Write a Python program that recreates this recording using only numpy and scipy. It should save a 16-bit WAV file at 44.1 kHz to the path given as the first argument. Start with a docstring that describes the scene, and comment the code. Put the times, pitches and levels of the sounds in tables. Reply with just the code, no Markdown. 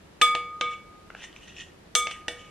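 """Spoon stirring flour in a glass bowl

A steel spoon stirs dry flour in a thick glass bowl on a cloth, heard close up in a small tiled kitchen.
Blows on the wall sum bowl and spoon partials with bursts of noise; the bowl's ring dies at a changing speed.
Under the flour the spoon knocks in short tones and scrapes as random grit driving damped resonances.
The bowl sways and knocks on its cloth; the kitchen answers with decaying noise tails over a soft, steady hum."""
import sys
import numpy as np
from scipy import signal
from scipy.fft import rfft, irfft, next_fast_len
from scipy.io import wavfile
from scipy.ndimage import uniform_filter1d, map_coordinates

SR = 44100
rng = np.random.default_rng(int(sys.argv[2]) if len(sys.argv) > 2 else 0)


def natural_amplitude(level_db):
    """Convert a level in decibels to a linear amplitude factor, elementwise."""
    exponent = np.asarray(level_db, float) / 20
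    return 10 ** exponent


def persist_wave(psi):
    """Save psi, clipped to +-1, as 16-bit WAV."""
    counts = np.round(np.clip(psi, -1, 1) * 32767).astype(np.int16)
    wavfile.write(sys.argv[1], SR, np.atleast_2d(counts).T)


N = 110250  # samples, 2.5 s

# blows of the spoon on the glass: start_s, bowl_ring_db, brightness_db_per_octave, four_wave_mode_db,
# rim_place_rad, spoon_ring_db, crack_db
BLOWS = [(0.2142, -33.5, 2, 4, .06, -30.5, -8.5), (0.2173, -11.5, 2.5, -7, 0.042, -30, -10.5),
         (0.3502, -49.5, -10.5, -6, 0.16, -49, -16), (.6105, -24.5, -4, 5.5, .07, -51.5, -11.5),
         (1.9516, -24, 4.2, 0.7, 0.066, -20.5, -13.5), (2.0694, -57, 7, -5, .2, -56, -18),
         (2.1111, -41, .3, -12, .2, -47.5, -27.5), (2.2817, -44.5, 11, 4, 0.028, -44, -15.5)]
# resonances of the spoon's edge, damped against the glass: pitch_hz, width_hz (before squaring), level_db
EDGE_RESONANCES = [(1878, 137, 0), (2670, 500, -0.5), (2940, 330, 1.5), (3390, 480, -7), (5590, 810, -15),
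                   (6150, 470, -13.5), (7040, 320, -14), (8250, 1600, -27.5)]
SWELL_S = 0.0035  # time constant of the ring spreading round the bowl


def unit(x):
    """Scale to rms 1."""
    return x / np.sqrt(np.mean(x ** 2) + 1e-20)


def along(points, hz):
    """Read (Hz, value) points on a logarithmic frequency axis."""
    point_hz, value = np.transpose(points)
    return np.interp(np.log(hz + 1), np.log(point_hz + 1), value)


def curve(rows, outside):
    """Draw (s, value) points as one value per sample, with a resting value beyond the ends."""
    point_s, value = np.transpose(rows)
    return np.interp(np.arange(N) / SR, point_s, value, outside, outside)


def filtered(x, response):
    """Multiply the spectrum of x by a response, real or complex, given as a function of frequency."""
    size = next_fast_len(x.shape[-1] + 8192)
    spectrum = rfft(x, size) * response(np.fft.rfftfreq(size, 1 / SR))
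    return irfft(spectrum, size)[..., :x.shape[-1]]


def spread(pair):
    """Turn two signals into the mid and side of a stereo pair, the side shaped by frequency."""
    # side against mid at the microphones: pitch_hz, level_db
    side_width = [(300, -15.5), (1500, -27), (2500, -18.5), (3500, -11.5), (8000, 5.8)]
    side = filtered(pair[1], lambda hz: natural_amplitude(along(side_width, hz)))
    return np.array([pair[0] + side, pair[0] - side])


def mode(hz, db, t60, t, worn):
    """One decaying stereo partial; worn is the time as the damping counts it."""
    # higher partials reach the two microphones further out of phase
    spread_rad = min((hz / 3900) ** 4, 2)
    phase = rng.standard_normal() * spread_rad * np.array([[0.5], [-0.5]])
    return natural_amplitude(db - 60 * worn / t60) * np.sin(2 * np.pi * hz * t + phase)


def rings():
    """Bowl ring: where a blow lands on the rim shares its push between the two partials of each row."""
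    # bowl modes, most in close pairs that beat; the last row joins two separate high partials:
    # waves_round_rim, first_pitch_hz, second_pitch_hz, level_db, first_t60_s, second_t60_s (at decay speed 1)
    bowl_modes = [(3, 1232, 1234.5, 0, 0.69, 1.52), (4, 2259, 2244, -7, 0.6, 0.54),
                  (5, 3478, 3451, -4, .24, .45), (6, 4883, 6800, -30.5, 0.46, 0.59)]
    # how fast the ring dies: time_s, decay_speed (1 = the listed t60; below 1 rings longer)
    decay_speed = [(0, 1.1), (.22, 1.16), (.35, 0.74), (.45, 1.03), (.6, 1.9), (.63, 0.51), (.7, 0.59),
                   (.77, 1.67), (.84, 1.16), (1.0, 1.3), (1.94, 2.6), (1.97, 0.53), (2.03, 0.73),
                   (2.1, 1.6), (2.26, 1.34), (2.3, 1.99), (2.4, 0.27), (2.5, .8)]
    lowest_hz, four_waves = bowl_modes[0][1], bowl_modes[1][0]
    out = np.zeros((2, N))
    wear = np.cumsum(np.clip(curve(decay_speed, 1), 0.05, 9)) / SR
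    for start_s, ring_db, tilt_db, four_db, place, *_ in BLOWS:
        i = round(start_s * SR)
        t = np.arange(min(N - i, SR)) / SR
        worn = wear[i:i + SR] - wear[i]
        swell = 1 - np.exp(-t / SWELL_S)
        for waves, first_hz, second_hz, db, first_t60, second_t60 in bowl_modes:
            level = ring_db + db + four_db * (waves == four_waves) + tilt_db * np.log2(first_hz / lowest_hz)
            first = np.cos(waves * place) * mode(first_hz, level, first_t60, t, worn)
            second = np.sin(waves * place) * mode(second_hz, level, second_t60, t, worn)
            out[:, i:i + SR] += (first + second) * swell
    return out


def spoon():
    """Gripped spoon: short partials that flutter in level, with a splash of bright noise at the start."""
    # spoon partials: pitch_hz, level_db, t60_s
    spoon_modes = [(5249, -10, .14), (5843, -14, .15), (5922, -6, .08), (6029, -6, .1), (6207, -14, .25),
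                   (6417, -12, .2), (7162, -9, .26), (7512, -10, .2), (7900, -10, .2), (8130, -8, .15),
                   (8565, -3, .12), (9222, -15, .14), (9570, -9, .22), (9950, -14, .12), (12420, -19, .2)]
    # colour of the splash: pitch_hz, relative level_db_per_hz
    splash_colour = [(1500, -56), (3000, 11), (5500, -0.5), (8300, 3.5), (10200, -22), (11000, -28),
                     (13000, -15), (16000, -33)]
    rattle_per_s, splash_db, splash_t60_s = 76.6, 4, 0.042
    out, t = np.zeros((2, N + SR)), np.arange(SR // 2) / SR
    splash_fade = natural_amplitude(splash_db - 60 * t / splash_t60_s)
    for start_s, *_, spoon_db, _ in BLOWS:
        ring = np.zeros((2, len(t)))
        for hz, db, t60 in spoon_modes:
            # smooth random gain, also turning the partial's sign
            flutter = map_coordinates(rng.standard_normal(SR // 2), [t * rattle_per_s])
            ring += flutter * mode(hz, db, t60, t, t)
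        noise = rng.standard_normal((2, len(t)))
        splash = spread(unit(filtered(noise, lambda hz: natural_amplitude(along(splash_colour, hz)))))
        out[:, round(start_s * SR):][:, :len(t)] += natural_amplitude(spoon_db) * (ring + splash_fade * splash)
    return out[:, :N]


def cracks():
    """Steel meeting glass: a few milliseconds of coloured noise at each blow."""
    # colour of the contact: pitch_hz, relative level_db_per_hz
    crack_colour = [(60, -40), (200, -11.5), (650, -4.5), (1100, -10), (1800, -1), (3300, -1),
                    (4400, -11.5), (5000, -16), (6000, -13.5), (8000, -34), (11000, -74), (16000, -70)]
    t60_s, attack_s = 0.016, 0.00068
    out, t = np.zeros((2, N)), np.arange(SR // 20) / SR
    for start_s, *_, db in BLOWS:
        burst = natural_amplitude(db - 60 * t / t60_s) * (1 - np.exp(-t / attack_s))
        out[:, round(start_s * SR):][:, :len(t)] += burst * rng.standard_normal((2, len(t)))

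    def even_colour(hz):
        """Scale the colour to rms 1 over frequency, so that it keeps the level of the bursts."""
        gain = natural_amplitude(along(crack_colour, hz))
        return gain / np.sqrt(np.mean(gain ** 2))

    return spread(filtered(out, even_colour))


def resonance(f, hz, width, db):
    """A steep resonance with dark skirts: a bandpass response squared."""
    return natural_amplitude(db) * (1j * f * width / (hz * hz - f * f + 1j * f * width)) ** 2


def edge(f):
    """The spoon's edge pressed on the glass: all its resonances, with alternating sign."""
    return sum((-1) ** k * resonance(f, *row) for k, row in enumerate(EDGE_RESONANCES))


def scrape():
    """Grit slips under the spoon's edge and excites its damped resonances; powder hisses along."""
    # scraping pressure, one list per stretch of scraping: time_s, level_db (before the trim)
    strokes = [
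        [(0.64, -53), (0.68, -61.5), (0.712, -48.5), (0.738, -48.5), (0.748, -66), (0.82, -77)],
        [(1.12, -72), (1.176, -53.5), (1.206, -51.5), (1.246, -39.5), (1.264, -63), (1.356, -64), (1.364, -47),
         (1.38, -65), (1.434, -52), (1.468, -57.5), (1.48, -47), (1.546, -61.5), (1.566, -47.5), (1.618, -39),
         (1.626, -59.5), (1.74, -72)],
        [(2.08, -45.5), (2.102, -48), (2.114, -39.5), (2.144, -53.5), (2.22, -63)],
        [(2.32, -68), (2.364, -56), (2.384, -54.5), (2.394, -49.5), (2.416, -53.5), (2.436, -66), (2.442, -55),
         (2.5, -63.5)],
    ]
    # colour of the shifting powder: pitch_hz, relative level_db_per_hz
    powder_colour = [(300, -120), (700, -9), (1500, -0.5), (3500, 6.5), (7000, -18), (11000, -44),
                     (15000, -65)]
    grit_per_s, grit_spread_db = 1800, 6
    patchy_db, patches_per_s = 1.5, 30  # each resonance comes and goes as the spoon tilts
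    powder_db, trim_db = -10.5, 0.5
    pressure = sum(natural_amplitude(curve(rows, -120)) for rows in strokes)
    pressure = uniform_filter1d(pressure, size=200)
    edge_rms = np.sqrt(np.mean(abs(edge(np.fft.rfftfreq(SR, 1 / SR))) ** 2))
    rub = np.zeros((2, N))
    for row in EDGE_RESONANCES:
        slips = rng.random((2, N)) < grit_per_s / SR
        size_db = grit_spread_db * np.minimum(rng.exponential(size=(2, N)), 3)
        grit = unit(slips * rng.standard_normal((2, N)) * natural_amplitude(size_db))
        patch = map_coordinates(rng.standard_normal(N), [np.arange(N) * patches_per_s / SR])
        push = grit * pressure * natural_amplitude(patchy_db * patch)
        rub += filtered(push, lambda f: resonance(f, *row)) / edge_rms
    noise = rng.standard_normal((2, N))
    powder = unit(filtered(noise, lambda hz: natural_amplitude(along(powder_colour, hz))))
    return natural_amplitude(trim_db) * spread(rub + natural_amplitude(powder_db) * pressure * powder)


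def ticks():
    """Dull knocks and grit snaps under the flour: short damped tones, which also jolt the spoon's edge."""
    # knocks and snaps: start_s, level_db (before the trims below), pitch_hz
    knocks = [(1.1028, -27.5, 1400), (1.1497, -24.5, 1574), (1.222, -30.5, 1910), (1.2405, -26, 2000),
              (1.3283, -34.5, 3160), (1.3631, -30.5, 2420), (1.4315, -35, 2900), (1.479, -37, 2980),
              (1.5743, -48, 2640), (1.6086, -32.5, 3130)]
    fade_cycles = 13.4  # cycles of the main tone to fall 60 dB
    tone_db, jolt_db, attack_s = 2.5, 10, 0.00044
    out, jolt, t = np.zeros(N), np.zeros(N), np.arange(SR // 20) / SR
    for start_s, db, hz in knocks:
        i = round(start_s * SR)
        fade = natural_amplitude(db + tone_db - 60 * t * hz / fade_cycles) * (1 - np.exp(-t / attack_s))
        tones = np.sin(2 * np.pi * hz * t)
        tones += 0.38 * np.sin(2 * np.pi * hz * 1.42 * t)
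        tones += 0.39 * np.sin(2 * np.pi * hz * 0.5 * t)
        out[i:][:len(t)] += fade * tones
        jolt[i] = natural_amplitude(db + jolt_db)
    return np.tile(out + filtered(jolt, edge), (2, 1))  # the same in both channels


def sway():
    """The whole bowl sways oval in its slowest mode, and its foot knocks dully on the cloth."""
    # pushes, by how squarely the bowl is hit: start_s, sway_db, knock_db
    pushes = [(.2139, -33, -31.5), (.3501, -39, -37), (.6105, -36.5, -43), (1.9515, -35.5, -36.5),
              (2.0692, -72, -41.5), (2.2817, -39, -36)]
    # oval mode, a close pair: pitch_hz, level_db, t60_s
    oval_modes = [(485, 1, 0.39), (475, -17, 0.43)]
    # knock on the cloth: pitch_hz, level_db, t60_s
    cloth_modes = [(342, -9.5, 0.088), (659.6, -3.5, .16), (726, -5.5, 0.14), (856, 7, 0.027)]
    out, t = np.zeros((2, N + SR)), np.arange(SR) / SR
    swell = 1 - np.exp(-t / SWELL_S)
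    for start_s, sway_db, knock_db in pushes:
        oval = sum(mode(hz, sway_db + db, t60, t, t) for hz, db, t60 in oval_modes)
        knock = sum(mode(hz, knock_db + db, t60, t, t) for hz, db, t60 in cloth_modes)
        out[:, round(start_s * SR):][:, :SR] += oval * swell + knock
    return out[:, :N]


def kitchen(x):
    """The walls' answer: noise tails in which each frequency dies at its own speed."""
    # reverberation: pitch_hz, t60_s
    tail_times = [(200, 0.34), (1500, 0.44), (4000, 0.27), (10000, 0.26)]
    wall_delay_s = 0.003
    out, step = np.zeros((2, N + 2 * SR)), SR // 2
    for i in range(0, N, step):  # a fresh tail for each half second
        hz, t, z = signal.stft(rng.standard_normal((2, step)), SR, nperseg=256)
        fade = natural_amplitude(-60 * t / along(tail_times, hz)[:, None])
        tail = signal.istft(z * fade, SR, nperseg=256)[1][:, :step]
        wet = signal.fftconvolve(x[None, i:i + step], tail / np.linalg.norm(tail[0]), axes=1)
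        out[:, i + round(wall_delay_s * SR):][:, :wet.shape[1]] += wet
    return spread(out[:, :N])


def hum():
    """The kitchen's steady rumble and hiss: coloured noise, less alike left and right as pitch rises."""
    # colour of the hum: pitch_hz, relative level_db_per_hz
    hum_colour = [(12, -19), (30, -8), (85, -4.5), (125, -10), (165, -6), (195, -4.5), (250, -12),
                  (330, -6.5), (500, -11.5), (1000, -17), (2500, -22), (6000, -30.5), (12500, -37.5),
                  (16000, -66)]
    # left-right likeness: pitch_hz, correlation (1 = same, 0 = unrelated)
    likeness = [(60, 1), (130, 0.95), (300, 0.43), (950, 0.089), (3770, 0.016), (15000, -0.39)]
    hum_db = -52  # rms

    def mid_side_gains(hz):
        """Split the power between mid and side to give the wanted correlation."""
        angle = np.arccos(np.clip(along(likeness, hz), -1, 1)) / 2
        return natural_amplitude(along(hum_colour, hz)) * [np.cos(angle), np.sin(angle)]

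    mid, side = filtered(rng.standard_normal((2, N)), mid_side_gains)
    return natural_amplitude(hum_db) * unit(np.array([mid + side, mid - side]))


def scene():
    """Bowl, spoon and flour, their echo and the hum."""
    ring = rings() + sway()
    crack = cracks() + spoon()
    rub = scrape() + ticks()
    # the left channel of each group feeds the room
    room_feed = natural_amplitude(-14.5) * ring[0] + natural_amplitude(-8.5) * crack[0] + natural_amplitude(-7) * rub[0]
    return ring + crack + rub + kitchen(room_feed) + hum()


def roll_off(x):
    """The treble ends steeply here."""
    return signal.sosfilt(signal.butter(12, 16440, fs=SR, output="sos"), x)


def record(dry):
    """Hand over the finished mix."""
    return roll_off(dry)


dry = scene()
out = record(dry)
persist_wave(out)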